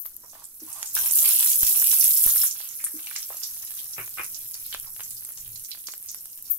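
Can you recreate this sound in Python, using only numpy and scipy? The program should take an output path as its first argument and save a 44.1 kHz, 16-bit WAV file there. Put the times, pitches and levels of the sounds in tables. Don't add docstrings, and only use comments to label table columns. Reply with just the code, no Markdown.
import sys
import numpy as np
from scipy import signal
from scipy.fft import rfft, irfft, next_fast_len
from scipy.io import wavfile
from scipy.ndimage import uniform_filter1d, map_coordinates

SR = 44100
rng = np.random.default_rng(int(sys.argv[2]) if len(sys.argv) > 2 else 0)


def digitize_waveform(pressure):
    field = np.atleast_2d(pressure).T
    bounded = np.clip(field, -1, 1)
    quanta = np.round(bounded * 32767).astype(np.int16)
    wavfile.write(sys.argv[1], SR, quanta)


N = 290178

# frequency in Hz, relative level in dB.
RUMBLE_SPECTRUM = [(12, -8.5), (22, -8), (35, -26), (60, -20), (100, -26), (300, -61)]
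# frequency in Hz, relative level in dB.
DRONE_SPECTRUM = [(50, -14), (80, -10), (105, 0.5), (128, -13.5), (160, -11), (300, -10), (550, -17),
                  (1500, -24), (4000, -71)]
# centre in seconds, 1/e half length in seconds, rumble in dB, boom in dB.
SWELLS = [(0.996, 0.085, -84, -60), (4.144, 0.6, -79, -68.5), (4.804, 0.14, -67, -68),
          (5.086, 0.12, -83, -60), (5.494, 0.11, -66, -57.5), (6.2, 0.62, -92, -76)]
# time in seconds, level in dB.
HUM_LEVELS = [(3.35, -90), (3.75, -76.5), (3.9, -75.5), (4.4, -73), (4.55, -78), (4.75, -90)]
# frequency in Hz, t60 in seconds.
WALL_DECAY = [(200, 0.056), (2000, 0.17), (8000, 0.098), (16000, 0.034)]
# time in seconds, level in dB, recovery in seconds.
OIL_DROPS = [(1.631, -25, 0.0061), (2.2628, -24, 0.013)]
# frequency in Hz, relative level in dB.
DROP_FLUTTER = [(30, 3.0), (150, -21), (600, -20.5), (3000, -67)]
# time in seconds, knock level in dB, low thump level in dB.
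KNOCKS = [(3.965, -41, -68), (3.9805, -27.5, -42), (3.9913, -29.5, -49), (3.998, -36, -60),
          (4.173, -32, -62), (4.183, -26, -70), (4.1954, -22, -46), (4.209, -31, -59)]
# frequency in Hz, relative level in dB.
COUNTER_SPECTRUM = [(35, -42), (60, -18), (130, -13), (240, -37), (350, -9), (480, -9.5), (620, -12.5),
                    (964, -4.5), (1070, 1), (2090, -4), (2360, 4.5), (2920, -7.5), (3200, -20), (4000, -28),
                    (5200, -61), (8800, -120)]
# time in seconds, level in dB.
PAN_SHIFTS = [(0.621, -35), (0.646, -46.5), (2.942, -33), (2.967, -46)]
# frequency in Hz, relative level in dB, t60 in seconds.
PAN_MODES = [(255, -1, 0.15), (311, 14.5, 0.095), (338.7, 1.5, 0.15)]
# frequency in Hz, relative level in dB.
SCUFF_SPECTRUM = [(100, -28), (300, -5), (700, -22), (2000, -28)]
# start in seconds, length in seconds, rubbing in dB, rolling seeds in dB.
STROKES = [(0.333, 0.068, -58.5, -67.5), (0.675, 0.063, -54, -68), (0.757, 0.049, -52, -63),
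           (0.954, 0.12, -50.5, -48), (1.223, 0.076, -50.5, -40), (1.394, 0.021, -51.5, -44.5),
           (1.617, 0.17, -55, -51.5), (1.92, 0.29, -82, -57), (2.25, 0.033, -58, -47),
           (2.394, 0.029, -66, -45), (2.565, 0.11, -72, -55), (2.993, 0.21, -69, -52.5),
           (3.302, 0.063, -61, -61.5), (3.57, 0.25, -71, -67)]
# time in seconds, peak in dB, resonance in Hz, t60 in seconds.
TAPS = [(0.233, -46, 810, 0.17), (0.332, -45.5, 865, 0.014), (0.352, -43.5, 870, 0.017),
        (0.419, -46, 830, 0.027), (0.827, -33, 1220, 0.013), (0.967, -20, 1500, 0.016),
        (1.059, -31.5, 2000, 0.05), (1.244, -27, 2900, 0.016), (2.273, -30, 1390, 0.014),
        (2.435, -30, 1420, 0.024), (2.866, -32.5, 1950, 0.014), (3.07, -26.5, 2700, 0.012),
        (3.112, -31, 1520, 0.014), (3.1594, -27, 1650, 0.011), (3.303, -34.5, 744, 0.02),
        (3.326, -38, 1200, 0.012), (3.342, -42, 715, 0.012), (3.364, -52, 700, 0.012)]
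# frequency in Hz, relative level in dB.
ROLLING_SPECTRUM = [(500, -39), (1200, -8.5), (2000, -12), (2700, -1.5), (4200, -1), (6500, -7),
                    (12000, -27)]
# frequency in Hz, relative level in dB.
RUBBING_SPECTRUM = [(120, -44), (300, -11), (450, -29.5), (650, -4.5), (980, 3), (1200, -0.5),
                    (1550, -15.5), (2000, -13.5), (6000, -10)]
# time in seconds, level in dB, nominal pitch in Hz.
SEED_CRACKS = [(0.057, -24.5, 1570), (0.829, -10.5, 2900), (1.166, -20.5, 1910), (1.307, -22, 3600),
               (1.3483, -25, 2800), (1.4038, -24, 2000), (1.4623, -14, 2200), (1.6328, -10, 2350),
               (1.825, -16.5, 1870), (1.9328, -14, 2210), (2.043, -27, 1500), (2.057, -25, 3200),
               (2.2627, -20.5, 1510), (2.2973, -18, 1800), (2.3602, -16.5, 1500), (2.363, -19, 1500),
               (2.604, -21, 1660), (2.6826, -36, 2200), (2.84, -20.5, 1800), (2.993, -24.5, 1900),
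               (3.4188, -27, 2800), (3.567, -29, 2000), (3.63, -27, 2000), (3.6385, -29, 2400),
               (3.7065, -25, 2200), (3.7176, -24, 3200), (3.773, -32, 3000), (4.0787, -26, 1500),
               (4.4614, -30, 2900), (4.5516, -25.5, 2520), (4.7269, -15, 4000), (4.742, -21, 2800),
               (4.747, -9.5, 1960), (4.846, -28, 2200), (4.964, -24, 2400), (4.996, -21.5, 1600),
               (5.0063, -13, 2620), (5.063, -31, 2500), (5.224, -31, 2400), (5.2504, -30, 2010),
               (5.2907, -28, 1900), (5.307, -28.5, 1640), (5.749, -25, 2200), (5.775, -29.5, 2000),
               (5.8857, -16.5, 1360), (5.937, -21.5, 2200), (6.0277, -37, 2200), (6.0487, -36, 2200),
               (6.146, -23, 1720), (6.1915, -40, 2200), (6.2573, -28, 2400), (6.389, -33, 2180),
               (6.4926, -36, 3520)]
# start in seconds, level in dB.
SQUEALS = [(-0.012, -25), (0.047, -31.5), (6.498, -14.5)]
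# frequency in Hz, width in Hz, relative level in dB.
SQUEAL_MODES = [(12030, 540, -1.5), (13800, 1200, -8), (13550, 260, 1)]
# time in seconds, opening tick in dB, steam in dB, pitch in Hz,
# left-right difference in dB, steam t60 in seconds.
STEAM_SPITS = [(0.294, -57, -53.5, 6600, -12, 0.16), (0.441, -40, -47, 8400, -9, 0.23),
               (0.729, -40, -46.5, 8600, -13, 0.37), (0.859, -22, -38, 7300, 3, 0.28),
               (1.669, -16, -41, 6300, -6, 0.073), (1.915, -8.5, -43, 7200, -1, .04),
               (2.4716, -22, -30.5, 6630, 0, .08), (2.511, -16, -35.5, 6700, -2, 0.14),
               (2.804, -45, -50.5, 2000, -6, 0.11), (2.8433, -19, -33.5, 9650, -2, 0.21),
               (3.1629, -14, -40, 6260, 3, 0.25), (3.229, -23.5, -46, 5640, 4, .08),
               (3.4338, -24, -39.5, 5570, -3.5, 0.33), (3.675, -32, -48, 5800, -4.5, .06),
               (3.789, -33, -48.5, 3930, -5, 0.13), (3.935, -36, -43.5, 5500, -6, 0.045),
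               (4.245, -24, -48, 7100, -7.5, 0.083), (4.3457, -24.5, -45.5, 5960, -9, 0.16),
               (4.542, -28, -46.5, 5670, -0.5, 0.18), (4.653, -40, -45.5, 4170, 0, 0.077),
               (4.7282, -27, -42.5, 3250, 1.5, 0.2), (4.871, -48, -56, 980, 0, 0.081),
               (5.035, -23.5, -43, 7000, 2, 0.13), (5.107, -22, -41, 8750, 2, 0.15),
               (5.168, -39, -50, 5270, -9, .06), (5.377, -33, -42, 6700, 0.5, 0.16),
               (5.5586, -29.5, -55, 5730, -9, 0.032), (5.648, -28.5, -44, 6250, -5, 0.068),
               (5.7155, -21.5, -46, 4300, 0, 0.18), (5.8712, -19.5, -44, 6060, -0.5, 0.19),
               (5.9208, -24, -51, 6800, -3, 0.049), (6.0873, -24, -41, 6300, 2, 0.2),
               (6.2557, -38, -50, 6260, 5, 0.049), (6.4554, -44, -51, 5650, -6.5, 0.17)]
# time in seconds, level in dB, pitch in Hz, left-right difference in dB.
LOUD_POPS = [(0.0408, -37, 11900, 14), (0.0624, -14.5, 12900, -20), (0.1657, -17, 12700, 4),
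             (0.454, -27, 9300, 8), (0.6865, -24, 10300, -10), (0.7288, -18, 8700, -14),
             (0.829, -13, 8000, -8), (0.952, -6, 12600, 20), (0.9692, -14, 13000, 9),
             (1.0607, -10, 11500, -5), (1.1116, -3, 7940, -13), (1.1228, -4, 11500, -1),
             (1.1362, -2, 11100, -1), (1.1563, -2, 11300, -5), (1.226, -6, 12200, -9),
             (1.2898, -0.5, 9900, -1), (1.3358, -3, 11850, -1), (1.394, -4, 11600, -4),
             (1.4081, 0, 11600, -2), (1.461, -2.5, 11000, -9), (1.5578, -2, 11940, -7),
             (1.631, -2.5, 12300, -8), (1.667, -8, 11100, -13), (1.798, -3, 13100, -2),
             (1.843, -4, 10900, -9), (1.8716, -3, 11700, -3), (1.9978, -1.5, 11050, -2),
             (2.0303, -9, 11900, -5), (2.043, 1, 10300, -8), (2.0577, -6, 12200, -3),
             (2.0713, -4, 11800, -2), (2.08, -5, 11900, -5), (2.118, -17, 12600, -3),
             (2.1719, -4, 10600, -9), (2.2396, 1, 11740, -2), (2.2632, 0, 12540, 2), (2.294, -9, 12100, -7),
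             (2.3602, -6, 11900, -1), (2.4348, -4.5, 11900, 1), (2.603, -23, 11500, 1),
             (2.6886, -21, 11800, -2), (2.8417, -7, 11100, -4), (2.8482, -26, 10500, -6),
             (2.854, -22, 9800, -6), (2.861, -18, 10500, -2), (2.9164, -25, 11700, -2),
             (3.1879, -20, 11700, -3), (3.2213, -21.5, 11100, -4), (3.37, -18.5, 11800, -2),
             (3.4416, -19, 7200, -4), (3.707, -20, 11800, -2), (3.844, -20, 11800, -2.5),
             (4.0457, -32, 12100, -2), (4.2345, -20, 11900, 0), (4.2448, -24, 9800, -13),
             (4.2638, -16.5, 11400, -4), (4.3909, -17.5, 12200, -1), (4.4774, -21, 12300, -6),
             (4.511, -17.5, 12900, -1.5), (4.5438, -17.5, 12000, 8), (4.664, -16.5, 13400, -7.5),
             (4.7133, -30, 11800, -4), (4.741, -16, 10900, -7), (4.799, -14, 11300, -3),
             (4.904, -23, 12000, -2), (4.9651, -23, 12300, 0), (5.007, -21, 11400, -2),
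             (5.1002, -22, 11500, -3), (5.11, -21, 10500, -4), (5.2086, -21, 13900, 0.5),
             (5.2503, -16.5, 9000, -9), (5.29, -19.5, 12000, -7), (5.3028, -22, 12500, -2),
             (5.3208, -22, 12400, -3.5), (5.478, -20, 12000, -2), (5.5963, -21.5, 9900, -1),
             (5.6382, -21.5, 11700, -5.5), (5.709, -17.5, 11370, -3.5), (5.8412, -26, 10800, -6),
             (5.9385, -20, 14000, -3), (5.9794, -20, 12200, -6), (6.0266, -22, 11200, -1),
             (6.0607, -19, 14000, -2), (6.1156, -19, 12200, -3), (6.146, -18, 10800, -8),
             (6.257, -21, 10800, -4), (6.3755, -22.5, 12200, 3), (6.4248, -18, 13100, 2),
             (6.518, -27, 13100, 15)]
# time in seconds, boil level in dB.
BOIL_LEVELS = [(0.5, -52), (0.6, -48), (0.73, -44.5), (0.93, -41), (0.95, -27.5), (1.11, -28),
               (1.125, -23.5), (1.17, -22.5), (1.47, -24), (1.69, -24), (2.02, -22), (2.455, -24),
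               (2.52, -39.5), (2.7, -40.5)]
# frequency in Hz, relative level in dB.
FINE_SPECTRUM = [(4410, -55), (7500, -16.5), (11600, -0.5), (14600, -4.5), (15700, -5), (16000, -22),
                 (16300, -34), (16500, -49)]
# frequency in Hz, relative level in dB.
COARSE_SPECTRUM = [(1000, -49), (2500, -13.5), (4700, -7), (5500, 0.5), (7500, 0), (9500, 1), (14000, -58)]
# frequency in Hz, relative level in dB.
TICKING_SPECTRUM = [(120, -13.5), (300, -8), (650, -13), (1300, -1), (3500, -6), (6000, 8.5), (12000, -4.5)]

RUMBLE_DB, SWELL_TRIM_DB, DRONE_DB, WAVER_SCALE_DB = -69.5, 12, -69, 1.5
BOOM_HZ, BOOM_WIDTH_HZ = 111.3, 44
HUM_HZ, HUM_WANDER_SCALE_HZ = 657, 4
POP_ROOM_DB, OIL_ROOM_DB, WOOD_ROOM_DB, COUNTER_ROOM_DB, CRACK_ROOM_DB = -7.5, -1, -2.5, -3.5, -8
LEFT_LAG_S = .00009
TOP_HZ, CEILING = 15900, 0.95
STROKE_ATTACK_S, STROKE_RELEASE_T60_S = 0.009, 0.32
SQUEAL_ATTACK_S, SQUEAL_HOLD_S, SQUEAL_T60_S = 0.0061, 0.013, 0.17
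LEAD_SAMPLES = SR // 20
TICKS_FROM_S, TICKS_PER_S = 2.5, 22
TICK_DB, TICK_SPREAD_DB, TICK_TOP_HZ = -36, 8, 7130
TICK_OCTAVES, TICK_DB_PER_OCTAVE = 2.31, 10.5
POPS_PER_S, POP_REL_DB, POP_CENTRE_HZ = 25, 7, 12100
DRY_FROM_S, DRYING_DB_PER_S, TICKING_DB_PER_S = 3.87, 2.5, 3.5
FLUTTER_SCALE_DB, FLUTTER_KNOTS_PER_S = 0.23, 14
COARSE_DB, COARSE_LAG_S = -13, 0.0063
SOFT_TICKING_UNTIL_S, EARLY_TICKING_DB = 0.6, -8.5


def amp(db):
    return 10 ** (np.asarray(db) / 20)


def unit(pair):
    return pair / np.sqrt(np.mean(pair.mean(0) ** 2) + 1e-20)


def peak(pair):
    return pair / (np.abs(pair.mean(0)).max() + 1e-20)


def sides(pan_db):
    return amp([[pan_db / 2], [-pan_db / 2]])


def along(points, hz):
    f, v = np.transpose(points)
    return np.interp(np.log(hz + 1), np.log(f + 1), v)


def gains(rows):
    s, *cols = np.transpose(rows)
    t = np.arange(N) / SR
    return [amp(np.interp(t, s, c, left=-120, right=-120)) for c in cols]


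def filtered(x, response):
    n = x.shape[-1]
    m = next_fast_len(n + SR // 8)
    return irfft(rfft(x, m) * response(np.fft.rfftfreq(m, 1 / SR)), m)[..., :n]


def coloured(x, spectrum):
    return unit(filtered(x, lambda hz: amp(along(spectrum, hz))))


def resonance(f, hz, width_hz):
    return 1j * f * width_hz / (hz * hz - f * f + 1j * f * width_hz)


def noise(n, alike):
    share = np.clip(alike, 0, 1)
    common = np.sqrt(share) * rng.standard_normal(n)
    return common + np.sqrt(1 - share) * rng.standard_normal((2, n))


def burst(t60_s, alike):
    t = np.arange(SR // 4) / SR
    return noise(len(t), alike) * amp(-60 * t / max(t60_s, 1e-4))


def add(track, s, sound):
    part = track[:, max(round(s * SR), 0):]
    part[:, :sound.shape[1]] += sound[:, :part.shape[1]]


def wobble(knots_per_s):
    knots = rng.standard_normal(int(N * knots_per_s / SR) + 4)
    return map_coordinates(knots, [np.arange(N) * knots_per_s / SR])


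def crackle(per_s, spread_db, life_s, scatter_db, n=N):
    count = int(per_s * n / SR)
    when, pitch, phase, lag = rng.random((4, count, 1))
    size, pan = np.clip(rng.standard_normal((2, count, 1)), -2.7, 2.7)
    t = np.arange(SR // 800) / SR
    shape = amp(spread_db * size) * t / life_s * np.exp(-t / life_s)
    at = (when * n).astype(int) + np.arange(len(t))
    pair = []
    for side in (1, -1):
        shifted = t + side * (lag - .5) * life_s
        ring = np.sin(2 * np.pi * (pitch * TOP_HZ * shifted + phase))
        grains = shape * ring * amp(side * scatter_db * pan)
        pair.append(np.bincount(at.ravel(), grains.ravel(), n)[:n])
    return unit(np.array(pair))


def patchy(x, depth_db):
    z = signal.stft(x, nperseg=512)[2]
    field = rng.standard_normal(z.shape[1:])
    for _ in range(2):
        across_hz = uniform_filter1d(field, size=7, axis=0)
        field = uniform_filter1d(across_hz, size=6, axis=1)
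    uneven = z * amp(depth_db * field / field.std())
    return unit(signal.istft(uneven, nperseg=512)[1][:, :N])


def background():
    t = np.arange(N) / SR
    swell, boom = sum(amp([[rumble_db], [boom_db]]) * np.exp(-((t - s) / half_s) ** 2)
                      for s, half_s, rumble_db, boom_db in SWELLS)
    rumble_gain = np.hypot(amp(RUMBLE_DB), amp(SWELL_TRIM_DB) * swell) * amp(WAVER_SCALE_DB * wobble(14))
    out = rumble_gain * coloured(noise(N, alike=0.9), RUMBLE_SPECTRUM)
    drone_gain = amp(DRONE_DB + WAVER_SCALE_DB * wobble(11))
    out += drone_gain * coloured(noise(N, alike=0.93), DRONE_SPECTRUM)
    out += boom * unit(filtered(noise(N, alike=0.8), lambda f: resonance(f, BOOM_HZ, BOOM_WIDTH_HZ) ** 2))
    phase = 2 * np.pi * np.cumsum(HUM_HZ + HUM_WANDER_SCALE_HZ * wobble(12)) / SR
    return out + gains(HUM_LEVELS)[0] * amp(3 * wobble(18)) * np.sin(phase)


def kitchen(x):
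    out, step = np.zeros((2, N)), SR // 16
    for start in range(0, N, step):
        hz, t, z = signal.stft(rng.standard_normal((2, SR // 5)), SR, nperseg=256)
        decay = amp(-60 * t / along(WALL_DECAY, hz)[:, None])
        tail = signal.istft(z * decay, SR, nperseg=256)[1]
        tail = tail / np.linalg.norm(tail, axis=1, keepdims=True)
        add(out, start / SR, signal.fftconvolve(x[:, start:start + step], tail, axes=1))
    return out


def drops():
    out, t = np.zeros((2, N)), np.arange(-SR // 20, SR // 5) / SR
    for s, db, recovery_s in OIL_DROPS:
        push = -np.tanh(t / 0.00021) * np.exp(-np.abs(t) / np.where(t < 0, 0.0014, recovery_s))
        flutter = coloured(noise(len(t), alike=0.12), DROP_FLUTTER)
        fade = (t > 0) * amp(-11 - 60 * np.abs(t) / (25 * recovery_s))
        add(out, s + t[0], amp(db - 12.0) * sides(-22.5) * (push + fade * flutter))
    return out


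def put_down():
    out = np.zeros((2, N))
    for s, db, thump_db in KNOCKS:
        blow = burst(t60_s=0.014, alike=0.58) + amp(-7) * burst(t60_s=0.12, alike=0.49)
        knock = coloured(blow, COUNTER_SPECTRUM)
        thump = filtered(burst(t60_s=0.19, alike=0.9), lambda f: resonance(f, 111, 42) - resonance(f, 356, 60))
        add(out, s, amp(db - 1.0) * peak(knock) + amp(thump_db + 2.0) * peak(thump))
    return out


def pan_base():
    out, t = np.zeros((2, N)), np.arange(SR // 4) / SR
    for s, db in PAN_SHIFTS:
        ring = sum(amp(level_db - 60 * t / t60_s) * np.sin(2 * np.pi * hz * t)
                   for hz, level_db, t60_s in PAN_MODES)
        thud = peak(ring * (1 - np.exp(-t / 0.012)) * sides(0))
        scuff = coloured(burst(t60_s=0.36, alike=0.84), SCUFF_SPECTRUM)
        add(out, s - .003, amp(db - 7) * (thud + amp(-7) * peak(scuff)))
    return out


def stroke(start_s, length_s):
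    t = np.arange(N) / SR - start_s
    attack = np.clip(1 + t / STROKE_ATTACK_S, 0, 1)
    return attack * amp(-60 * np.maximum(t - length_s, 0) / STROKE_RELEASE_T60_S)


def spatula():
    rattle = coloured(crackle(per_s=600, spread_db=2.5, life_s=0.00005, scatter_db=4.5), ROLLING_SPECTRUM)
    rub = coloured(crackle(per_s=9000, spread_db=3.5, life_s=.00005, scatter_db=-1.0), RUBBING_SPECTRUM)
    rubbing, rolling = sum(amp([[rub_db], [roll_db]]) * stroke(s, length_s)
                           for s, length_s, rub_db, roll_db in STROKES)
    out = amp(-1.0) * rolling * patchy(rattle, depth_db=1.2) * sides(-8.5)
    out += amp(-2) * rubbing * rub * sides(-3.5)
    for s, db, hz, t60_s in TAPS:
        tap = filtered(burst(t60_s, alike=0.96), lambda f: resonance(f, hz, 0.87 * hz) ** 2)
        add(out, s, amp(db) * peak(tap))
    return out


def snaps():
    out = np.zeros((2, N))
    for s, db, hz in SEED_CRACKS:
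        crack = amp(-23) * burst(t60_s=0.014, alike=0.4)
        crack[:, 0] += 1
        snap = filtered(crack, lambda f: resonance(f, 0.86 * hz, 1.5 * hz))
        add(out, s, amp(db - 3) * peak(snap))
    return out


def squeal():
    def whistle(f):
        modes = sum(amp(db) * resonance(f, hz, width_hz) for hz, width_hz, db in SQUEAL_MODES)
        return modes * (f / TOP_HZ) ** 3

    steam = filtered(noise(N, alike=0.14), whistle)
    t = np.arange(N) / SR
    level = np.zeros(N)
    for s, db in SQUEALS:
        attack = np.clip((t - s) / SQUEAL_ATTACK_S, 0, 1)
        level += attack * amp(db - 60 * np.maximum(t - s - SQUEAL_HOLD_S, 0) / SQUEAL_T60_S)
    return amp(-7.0) * level * unit(steam * sides(21))


def tick(hz, t60_s):
    click = amp(-15) * burst(t60_s, alike=0.33)[:, :SR // 50]
    click[:, 0] += 1
    return peak(filtered(click, lambda f: resonance(f, hz, 0.65 * hz) ** 2))


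def jet(hz, rel_width, t60_s, rise_t60_s):
    t = np.arange(-LEAD_SAMPLES, SR // 6) / SR
    train = crackle(per_s=1300, spread_db=4.5, life_s=0.00007, scatter_db=4.0, n=len(t))
    swell = np.where(t < 0, amp(-60 * np.abs(t) / rise_t60_s), amp(-60 * np.abs(t) / t60_s))
    return swell * unit(filtered(train, lambda f: resonance(f, hz, rel_width * hz) ** 2))


def spits():
    out = np.zeros((2, N))
    for s, tick_db, steam_db, hz, pan_db, t60_s in STEAM_SPITS:
        add(out, s, amp(tick_db) * tick(hz, t60_s=0.01) * sides(pan_db - 8))
        steam = jet(hz, rel_width=0.39, t60_s=t60_s, rise_t60_s=0.041)
        add(out, s - LEAD_SAMPLES / SR, amp(steam_db) * steam * sides(pan_db - 2.0))
    span_s = N / SR - TICKS_FROM_S
    for when, depth, size, place in rng.random((int(TICKS_PER_S * span_s), 4)):
        octaves = TICK_OCTAVES * depth
        db = TICK_DB - TICK_DB_PER_OCTAVE * octaves + TICK_SPREAD_DB * (2 * size - 1)
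        vent = tick(TICK_TOP_HZ / 2 ** octaves, t60_s=0.0022)
        add(out, TICKS_FROM_S + when * span_s, amp(db) * vent * sides(-7 * place))
    return out


def pop(hz, pan_db):
    t = np.arange(SR // 40) / SR
    rise = t / 0.00019
    ring = rise ** 2 * np.exp(2 * (1 - rise)) * np.sin(2 * np.pi * (hz * t + rng.random()))
    spray = noise(len(t), alike=0.49) * np.exp(-t / 0.0009)
    spray = filtered(spray, lambda f: resonance(f, hz, 0.59 * hz) ** 2)
    return peak((ring + amp(-3) * peak(spray)) * sides(pan_db))


def pops(heat):
    out = np.zeros((2, N))
    for s, db, hz, pan_db in LOUD_POPS:
        add(out, s, amp(db - 1.2) * pop(hz, pan_db))
    count = int(POPS_PER_S * N / SR)
    for when, (size, pitch, place) in zip(rng.random(count), rng.uniform(-0.52, 1, (count, 3))):
        gain = amp(POP_REL_DB + 2 * size) * heat[int(when * N)] ** 0.79
        add(out, when * N / SR, gain * pop(POP_CENTRE_HZ * 2 ** (.2 * pitch), 6 * place - 2.5))
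    return out


def boil():
    t = np.arange(N) / SR
    s, db = np.transpose(BOIL_LEVELS)
    drying_db = DRYING_DB_PER_S * np.maximum(t - DRY_FROM_S, 0)
    flutter_db = FLUTTER_SCALE_DB * wobble(FLUTTER_KNOTS_PER_S)
    return amp(np.interp(t, s, db) - drying_db + flutter_db)


def sizzle(heat):
    flare = np.clip(heat / amp(-28.0), 0, 1)
    sparse = coloured(crackle(per_s=4500, spread_db=4.5, life_s=.0001, scatter_db=2.0), FINE_SPECTRUM)
    dense = coloured(crackle(per_s=4200, spread_db=4.5, life_s=0.00008, scatter_db=2.0), FINE_SPECTRUM)
    fine = np.sqrt(1 - flare) * sparse + np.sqrt(flare) * dense
    coarse = coloured(crackle(per_s=950, spread_db=5.0, life_s=0.00007, scatter_db=3.0), COARSE_SPECTRUM)
    t = np.arange(N) / SR
    coarse_gain = amp(COARSE_DB) * np.interp(t - COARSE_LAG_S, t, heat)
    ticking = coloured(crackle(per_s=760, spread_db=4.5, life_s=.00007, scatter_db=1.5), TICKING_SPECTRUM)
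    out = amp(-0.85) * heat * fine * sides(-2.0)
    out += coarse_gain * patchy(coarse, depth_db=2.5) * sides(-5.0)
    drying_db = TICKING_DB_PER_S * np.maximum(t - DRY_FROM_S, 0)
    early_db = EARLY_TICKING_DB * (t < SOFT_TICKING_UNTIL_S)
    ticking_gain = amp(-45.0 - drying_db + early_db) * heat ** 0.29
    return out + ticking_gain * patchy(ticking, depth_db=1.0)


def scene():
    heat = boil()
    oil = sizzle(heat) + spits() + squeal()
    bursts = pops(heat)
    wood = spatula()
    counter = put_down()
    cracks = snaps() + pan_base()
    to_room = amp(OIL_ROOM_DB) * oil + amp(POP_ROOM_DB) * bursts + amp(WOOD_ROOM_DB) * wood
    to_room += amp(COUNTER_ROOM_DB) * counter + amp(CRACK_ROOM_DB) * cracks
    lags_s = np.array([[LEFT_LAG_S], [0]])
    direct = filtered(oil + bursts + wood + counter + cracks, lambda hz: np.exp(-2j * np.pi * hz * lags_s))
    return direct + kitchen(to_room) + background() + drops()


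def record(dry):
    held = dry / (1 + np.abs(dry / CEILING) ** 6) ** (1 / 6)
    return filtered(held, lambda hz: 1 / (1 + (hz / TOP_HZ) ** 200))


dry = scene()
out = record(dry)
digitize_waveform(out)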